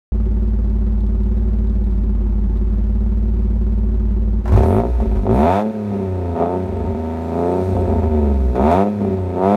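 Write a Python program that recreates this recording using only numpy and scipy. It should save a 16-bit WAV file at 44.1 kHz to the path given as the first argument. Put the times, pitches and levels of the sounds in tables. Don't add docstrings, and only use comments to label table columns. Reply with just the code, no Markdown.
import sys
import numpy as np
from scipy import signal
from scipy.fft import rfft, irfft
from scipy.io import wavfile
from scipy.ndimage import uniform_filter1d

SR = 44100
rng = np.random.default_rng(int(sys.argv[2]) if len(sys.argv) > 2 else 0)


def int16_out(signal):
    q = np.round(np.clip(np.atleast_2d(signal).T, -1, 1) * 32767)
    wavfile.write(sys.argv[1], SR, q.astype(np.int16))


N = 421596
T = np.arange(N) / SR


def undb(db):
    return 10 ** (np.asarray(db) / 20)


def steady(x):
    size = SR // 18
    power = uniform_filter1d(uniform_filter1d(x * x, size), size)
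    return x / np.sqrt(np.maximum(power, 1e-18))


def cut(x, hz, kind, order=2):
    return signal.sosfilt(signal.butter(order, hz, kind, fs=SR, output="sos"), x)


def below(x, hz, order):
    return signal.sosfiltfilt(signal.butter(order, hz, fs=SR, output="sos"), x)


def ring(x, modes):
    return sum(undb(db) * signal.lfilter(*signal.iirpeak(hz, hz / width, SR), x)
               for hz, width, db in modes)


def noise(colour):
    hz, db = np.transpose(colour)
    f = np.maximum(np.fft.rfftfreq(N, 1 / SR), 1)
    gain = undb(np.interp(np.log(f), np.log(hz), db, left=-120, right=-120))
    x = irfft(rfft(rng.standard_normal(N)) * gain, N)
    return x / x.std()


def fade(x, decay_s):
    return signal.lfilter([1], [1, -np.exp(-1 / (decay_s * SR))], x)


def lagged(x, lag_s):
    return fade(x, lag_s) / (lag_s * SR)


def impulses(times, sizes):
    at = np.clip(times * SR, 0, N - 2)
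    i = at.astype(int)
    return np.bincount(i, sizes * (1 - at + i), N) + np.bincount(i + 1, sizes * (at - i), N)


def bursts(events, colour, decay_s, gain_db):
    times, db = np.transpose(events)
    return fade(impulses(times, undb(db + gain_db)), decay_s) * noise(colour)


def lookup(x, rows):
    key, *columns = np.transpose(rows)
    return np.array([np.interp(x, key, column) for column in columns])


def spells(rows, attack_s, release_s):
    curves = 0
    for start, end, *sizes in rows:
        envelope = np.clip((T - start) / attack_s, 0, 1) * np.clip(1 - (T - end) / release_s, 0, 1)
        curves = curves + np.outer(sizes, envelope)
    return curves


# time in seconds, rate of the idle's throb in Hz.
IDLE_SPEED = [(0, 18.19), (.7, 18.0), (1.1, 17.79), (1.45, 18.38), (1.9, 17.68), (2.3, 17.25), (2.6, 17.36),
              (3.0, 18.1), (3.5, 18.24), (4.1, 18.0)]
def flywheel(throttle, push_hz_per_s=220, friction_hz_per_s=41.42):
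    gained = np.cumsum(push_hz_per_s * throttle - friction_hz_per_s) / SR
    return lookup(T, IDLE_SPEED)[0] + gained - np.minimum.accumulate(gained)


# strength in dB at shut, light and wide
# throttle, then travel time to the tailpipe in ms for the same three.
CYLINDERS = [(1.2, 0.6, 0.1, 0.0, 0.01, 0.08), (-11.2, -9.9, -6.1, 1.1, 1.24, 1.21),
             (-2.0, -0.5, 0.0, 0.35, 0.4, 0.04), (-12.3, -11.1, -6.9, 0.81, 1.33, 1.26),
             (0.7, -0.2, -0.1, 0.3, 0.27, 0.23), (-13.3, -17.9, -7.6, 1.61, 0.91, 1.35)]
def firings(cycles, scatter, load, shut_light_wide=(0, .25, .7)):
    count = np.arange(1, int(2 * cycles[-1]))
    times = np.interp(count / 2, cycles, T)
    firing_load, spread = np.interp(times, T, load), np.interp(times, T, scatter)
    blend = np.transpose([np.interp(firing_load, shut_light_wide, row) for row in np.eye(3)])
    cylinders = np.array(CYLINDERS)[count % len(CYLINDERS)]
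    db, travel_ms = ((part * blend).sum(axis=1) for part in np.hsplit(cylinders, 2))
    size_error, timing_error = spread * rng.standard_normal((len(count), 2)).T
    sizes = np.maximum(undb(db) + size_error, 0)
    return impulses(times + (travel_ms + .9 * timing_error) / 1000, sizes)


# frequency in Hz, bandwidth in Hz, gain in dB.
BOOM_MODES = [(60, 20, 0), (90, 24, -13)]
# multiple of the throb rate, relative level in dB.
IDLE_HUM = [(1, -36), (2, -22), (3, 3), (4, -11), (5, -10), (6, -19.5), (7, -23), (8, -25.5), (9, -26.5),
            (11, -24), (12, -16)]
def silencer(pulses, cycles, load, idling, dispersion=1.258, overtones=0.12):
    boom = ring(pulses, BOOM_MODES) + load * ring(pulses, [(92, 26, 2)])
    boom = cut(cut(boom, 45, "high", order=4), 108, "low", order=6)
    carrier = np.exp(2j * np.pi * cycles)
    tone = 2 * np.real(carrier * below(boom / carrier, 26, order=2))
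    boom = tone + np.clip(overtones + load, 0, 1) * (boom - tone)
    hum = sum(undb(db) * np.sin(2 * np.pi * k * cycles - dispersion * (k - 3) * (k - 4))
              for k, db in IDLE_HUM)
    hum = steady(hum) * (1 + .055 * noise([(1, 0), (12, 0), (30, -20)]))
    return steady(idling * hum + (1 - idling) * steady(boom))


def pipe_filter(x, colour, shift=1, size=8192):
    hz, db = np.transpose(colour)
    points = np.log2(hz * shift)
    octaves = np.log2(np.maximum(np.fft.rfftfreq(size, 1 / SR), 1))
    skirts_db = 36 * np.abs(octaves - np.clip(octaves, points[0], points[-1])).clip(0, 2)
    cepstrum = irfft(np.log(undb(np.interp(octaves, points, db) - skirts_db)))
    cepstrum[1:size // 2] *= 2
    cepstrum[size // 2 + 1:] = 0
    return signal.fftconvolve(x, irfft(np.exp(rfft(cepstrum))))[:len(x)]


def registers(x):
    drone, drone_and_honk = below(x, 300, order=5), below(x, 600, order=5)
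    return drone, drone_and_honk - drone, x - drone_and_honk


# frequency in Hz, gain in dB.
PIPE_RESPONSE = [(120, -11), (150, -24.5), (180, -15), (210, -0.5), (240, -1.5), (270, -13), (310, -18),
                 (350, -11.5), (390, -0.5), (425, -4), (470, -21.5), (520, -9), (560, -7.5), (600, -22.5),
                 (665, -8), (710, -11.5), (760, -22), (830, -27), (905, -12.5), (980, -25.5), (1080, -37),
                 (1200, -27.5), (1300, -28.5), (1450, -46.5)]
def pipe(flow, turbulence, load, idling, register_db, damping=.6, cool_shift=.93, idle_noise=.9):
    hz, db = np.transpose(PIPE_RESPONSE)
    damped = np.c_[hz, db + damping * (uniform_filter1d(db, size=3) - db)]
    streaming = np.clip(load / .5, 0, 1)
    hot = (1 - streaming) * pipe_filter(flow, PIPE_RESPONSE) + streaming * pipe_filter(flow, damped)
    idle_flow = flow + idle_noise * (turbulence + 4 * cut(turbulence, 650, "high", order=4))
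    cool = pipe_filter(idle_flow, PIPE_RESPONSE, cool_shift)
    return sum(undb(level) * (np.sqrt(1 - idling) * steady(fast) + np.sqrt(idling) * steady(slow))
               for fast, slow, level in zip(registers(hot), registers(cool), register_db))


def joint_echoes(x, echoes=((1.7, .3), (3.1, -.22), (4.9, .15))):
    return x + sum(share * np.interp(T - ms / 1000, T, x, left=0) for ms, share in echoes)


# frequency in Hz, bandwidth in Hz, gain in dB.
RASP_MODES = [(1280, 57, 26), (1426, 47, 17), (1810, 46, -13.5), (2050, 200, -11.5), (2300, 43, -10),
              (2960, 220, -13)]
# frequency in Hz, relative density in dB.
GAS_SPECTRUM = [(900, -3.5), (1290, -10.5), (1700, -10.5), (2100, -11.5), (2550, -11), (2950, -23.5),
                (3600, -18.5), (4900, -51.5), (7500, -38.5)]
def gas_rasp(flow, turbulence, puffs, rasp_db):
    rasp = ring(joint_echoes(flow) + undb(-10) * turbulence, RASP_MODES)
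    rasp = cut(rasp, 1100, "high", order=4)
    brassiness = np.clip((rasp_db + 42) / 10, 0, 1)
    rasp = rasp + brassiness * ring(rasp, [(2520, 190, 9), (3550, 220, 10)])
    gas = undb(1) * puffs * noise(GAS_SPECTRUM)
    return steady(steady(rasp) + gas) * undb(rasp_db)


# frequency in Hz, relative density in dB.
RUSH_SPECTRUM = [(2350, -18), (4000, -0.5), (5000, -7.5), (5700, -5), (7770, -11), (9270, -7.5),
                 (10500, -15.5), (12300, -10.5), (15000, -21.5), (15700, -18.5)]
def air_rush(puffs, rush_db, smooth=0.19):
    return steady((puffs + smooth) * noise(RUSH_SPECTRUM)) * undb(rush_db)


# frequency in Hz, relative density in dB.
CLATTER_SPECTRUM = [(260, -56), (450, -32), (506, 1), (577, -33.5), (659, -9.5), (821, -2.5), (884, -5),
                    (1040, -9), (1190, -11.5), (2900, -25.5), (15000, -50.5)]
RUMBLE_SPECTRUM = [(15, -14), (30, -26), (60, -19), (130, -34), (300, 19.5), (600, 10.5), (1500, -49)]
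def engine_bay(puffs, clatter_db=-49, rumble_db=-46):
    clatter = steady((1 + puffs) * noise(CLATTER_SPECTRUM))
    return undb(clatter_db) * clatter + undb(rumble_db) * noise(RUMBLE_SPECTRUM)


def valves(cycles, scatter_db=3):
    times = np.interp(np.arange(1, int(cycles[-1])), cycles, T)
    db = scatter_db * rng.standard_normal(len(times))
    colour = [(2500, -7.5), (4000, 12.5), (6500, -9.5), (10000, -9), (15000, -23)]
    return bursts(np.c_[times, db], colour, decay_s=0.0024, gain_db=-62)


def outdoors(x, t60_s=0.069, wet_db=-21):
    t = T[:SR // 2]
    scatter = cut(rng.standard_normal(len(t)), 1000, "low", order=1)
    tail = cut(scatter * undb(-60 * t / t60_s) * np.minimum(t / 0.07, 1), 130, "high")
    return x + undb(wet_db) * signal.fftconvolve(x, tail / np.linalg.norm(tail))[:N]


# start in seconds, relative level in dB.
TICKS = [(0.431, -68), (1.0051, -48), (1.0652, -49), (1.2336, -47.5), (1.3794, -51), (1.6701, -50),
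         (1.8394, -49), (1.9094, -52), (2.5715, -48), (5.0704, -49)]
def ticks():
    colour = [(1500, -15), (3800, 11.5), (6000, -6), (9000, -4), (15000, -8)]
    return bursts(TICKS, colour, decay_s=0.0066, gain_db=-5)


# down and up in seconds, throttle from 0 to 1, closing time in seconds.
PRESSES = [(4.4, 4.762, .767, .155), (5.191, 5.533, .997, .194), (6.306, 6.511, .434, .184),
           (6.906, 7.588, .24, .196), (7.263, 7.551, .104, .23), (8.495, 8.742, .971, .205),
           (9.279, 9.62, .596, .149)]
def pedal(drop=1, open_s=.132):
    return sum(size * np.clip((T - down) / open_s, 0, 1) * np.clip(1 - (T - up) / close_s, 0, 1) ** drop
               for down, up, size, close_s in PRESSES)


# throb rate in Hz, then boom, drone, honk, bark, rasp and rush in dB.
SPEED_LEVELS = [(17.3, -17.5, -29.5, -47.5, -53.5, -66.5, -73), (18.7, -17, -31.5, -39, -63, -64, -70.5),
                (22, -12.5, -25.5, -34.5, -52, -49, -56), (32.7, -13, -33, -30.5, -39.5, -48, -54),
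                (52.6, -17, -27, -32, -40.5, -50.5, -62), (62.3, -16, -27.5, -32, -38, -50, -59.5),
                (84.6, -23.5, -26.5, -30.5, -33, -48, -63.5),
                (87.7, -24.5, -32.5, -29.5, -35.5, -48.5, -64),
                (91.7, -23, -31.5, -30.5, -36, -49.5, -63.5), (100.5, -26.5, -25, -30, -40, -48, -61.5),
                (116.6, -55, -25, -29, -38.5, -51, -64)]
# load from 0 to 1, then the same six in dB.
LOAD_LEVELS = [(0, 2, 0, -1, -1.5, 1, 0.5), (.24, -5, 4.5, 0, 0.5, 2.5, 2),
               (0.343, -5.5, 6, 8.5, 8.5, 4.5, 1), (.435, -8, 1, 4.5, 8, 2, 1.5),
               (.6, -1, 7, 10, 19.5, 11, 7), (1, 1.5, 10.5, 7, 17, 15, 10.5)]
# start and end in seconds, change of each in dB.
PIPE_DIPS = [(4.39, 4.55, -7, -6.5), (4.905, 4.975, -16, -3.5), (5.205, 5.228, 0, -24),
             (5.5, 5.61, -6.5, -4.5), (5.71, 5.73, -9, -8), (6.6, 6.75, 1, -0.5), (7.62, 7.67, -11, -1)]
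# centre in seconds, change in dB.
BOOM_DIPS = [(4.435, -7), (5.045, -13), (6.378, -23), (6.972, -10), (8.58, -8), (9.418, -18)]
# start and end in seconds, added honk, bark and rasp in dB.
KICKS = [(4.7, 4.8, 2, 1.5, 2.5), (4.83, 4.87, 2, 6, 1), (5.258, 5.32, 3, -1.5, 2.5),
         (5.6, 5.66, -2, -3, -1.5), (6.35, 6.425, 7, 7.5, 3.5), (8.548, 8.59, 4, 1, 8.5),
         (8.85, 8.89, 4, 3.5, 0.5)]
def levels(throb_hz, load, swell_s=0.017, dip_s=0.019, snarl_hz=77.4, snarl_db_per_hz=0.2355):
    boom, drone, honk, bark, _, _ = uniform_filter1d(lookup(load, LOAD_LEVELS), size=1300, axis=1)
    swelling = np.minimum(load, lagged(load, swell_s))
    *_, rasp, rush = lookup(swelling, LOAD_LEVELS)
    snarl = snarl_db_per_hz * load * (np.clip(throb_hz, 50, 90) - snarl_hz)
    dip_boom = sum(db * np.exp(-((T - at) / dip_s) ** 2) for at, db in BOOM_DIPS)
    dip_drone, dip_honk = spells(PIPE_DIPS, attack_s=0.0072, release_s=0.017)
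    kick_honk, kick_bark, kick_rasp = spells(KICKS, attack_s=0.0072, release_s=0.017)
    added = [boom + dip_boom, drone + dip_drone, honk + kick_honk + dip_honk,
             bark + snarl + kick_bark, rasp + snarl + kick_rasp, rush + snarl]
    return lookup(throb_hz, SPEED_LEVELS) + added


# start and end
# in seconds, strength from 0 to 1, added scatter of the firings' amplitude, added boom in dB.
ROUGH_SPELLS = [(4.44, 4.56, 0.08, 0.19, 5), (5.004, 5.012, 0.36, 0.65, 4), (5.087, 5.165, 0, 0.43, -0.5),
                (5.914, 6.026, 0.19, 0.16, -5.5), (6.657, 6.67, 0.08, 0.51, -4.5),
                (6.706, 6.94, 0.1, 0.38, -0.5), (7.61, 7.7, 0.24, 0.11, 6), (7.728, 8.048, 0.38, 0.33, 3.5),
                (8.11, 8.293, 0.4, 0.056, 1), (8.992, 9.126, 0.35, 0.39, -2)]
def rough_firing(full_db=(15.4, 16.7, 13, 7, 2.5)):
    strength, scatter, boom_db = spells(ROUGH_SPELLS, attack_s=0.011, release_s=0.081)
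    return scatter, np.vstack([boom_db, np.outer(full_db, strength)])


# start in seconds, relative level in dB.
CRACKS = [(4.456, -43.5), (4.4788, -43), (4.5201, -40.5), (4.558, -38), (4.573, -51), (4.631, -40),
          (5.0024, -47.5), (5.159, -49), (8.554, -43), (8.7126, -35)]
def cracks():
    colour = [(200, 1), (800, 32), (2000, 12), (4000, -1), (7000, -5), (15000, -13)]
    return bursts(CRACKS, colour, decay_s=0.027, gain_db=13)


# start and end in seconds, strength from 0 to 1.
HISSES = [(4.62, 4.77, 0.96), (5.31, 5.42, 0.6)]
# frequency in Hz, relative density in dB.
HISS_SPECTRUM = [(6000, -23), (8000, -11), (9200, 3), (10500, -5), (12300, -3), (15700, -16)]
def hiss(gain_db=-52):
    strength, = spells(HISSES, attack_s=.05, release_s=.05)
    return strength * noise(HISS_SPECTRUM) * undb(gain_db)


# time in seconds, relative peak in dB.
POPS = [(5.002, -19), (5.029, -32), (5.121, -26), (5.267, -13), (5.918, -26), (5.945, -26), (6.39, -25),
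        (6.402, -29), (6.426, -16), (6.461, -15), (6.671, -28), (7.731, -22), (7.767, -15), (7.899, -19),
        (7.937, -19), (8.04, -17), (8.555, -14.5), (9.018, -26), (9.05, -19), (9.188, -24)]
# frequency in Hz, relative gain in dB.
POP_RESPONSE = [(200, 8.5), (400, 3), (550, -2), (700, 8), (950, -2.5), (1400, -20), (2500, -33.5),
                (4000, -35)]
def pops(gain_db=5):
    times, db = np.transpose(POPS)
    response = pipe_filter(signal.unit_impulse(4096), POP_RESPONSE)
    response /= np.abs(response).max()
    return -signal.fftconvolve(impulses(times, undb(db + gain_db)), response)[:N]


# throb rate in Hz, base level in dB.
WHINE_LEVELS = [(55, -120), (72, -100), (81, -73), (92, -68.5), (110, -85)]
def whine(cycles, throb_hz, multiple=92):
    whine_db, = lookup(throb_hz, WHINE_LEVELS)
    flutter = noise([(2, 0), (35, 0), (120, -12), (400, -30)])
    return np.sin(2 * np.pi * multiple * cycles) * flutter * undb(whine_db)


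# start and end in seconds, gain in dB.
AIR_SWELLS = [(7.15, 7.7, 6.5)]
def air_swell(air):
    swell_db, = spells(AIR_SWELLS, attack_s=0.29, release_s=0.44)
    return air * undb(swell_db)


def scene():
    throb_hz = flywheel(pedal())
    cycles = .35 + np.cumsum(throb_hz) / SR
    load = lagged(pedal(drop=1.32), lag_s=0.017)
    idling = np.clip((28 - throb_hz) / 9, 0, 1)
    misfiring, rough_db = rough_firing()
    boom_db, *register_db, rasp_db, rush_db = levels(throb_hz, load) + rough_db
    scatter = 0.04 + 0.13 * idling + misfiring
    pulses = firings(cycles, scatter, load + .5 * idling)
    puffs = steady(steady(fade(pulses, 0.021)) + 0.6)
    pressure = -steady(pulses)
    turbulence = steady(puffs * rng.standard_normal(N))
    flow = pressure + undb(-29) * turbulence
    exhaust = pipe(flow, turbulence, load, idling, register_db)
    exhaust += gas_rasp(flow, turbulence, puffs, rasp_db)
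    exhaust += silencer(pressure, cycles, load, idling) * undb(boom_db)
    transients = cracks() + ticks() + pops()
    air = air_swell(air_rush(puffs, rush_db) + whine(cycles, throb_hz))
    return outdoors(exhaust + transients + air + hiss() + engine_bay(puffs) + valves(cycles))[None]


def record(dry, ceiling=.74, start_s=.12, top_hz=15700):
    rounded = dry / (1 + (dry / ceiling) ** 8) ** (1 / 8)
    gate = np.clip((T - start_s) / .0005, 0, 1) * np.clip((T[-1] - T) / .003, 0, 1)
    return signal.sosfilt(signal.ellip(8, .2, 70, top_hz, fs=SR, output="sos"), rounded * gate)


dry = scene()
out = record(dry)
int16_out(out)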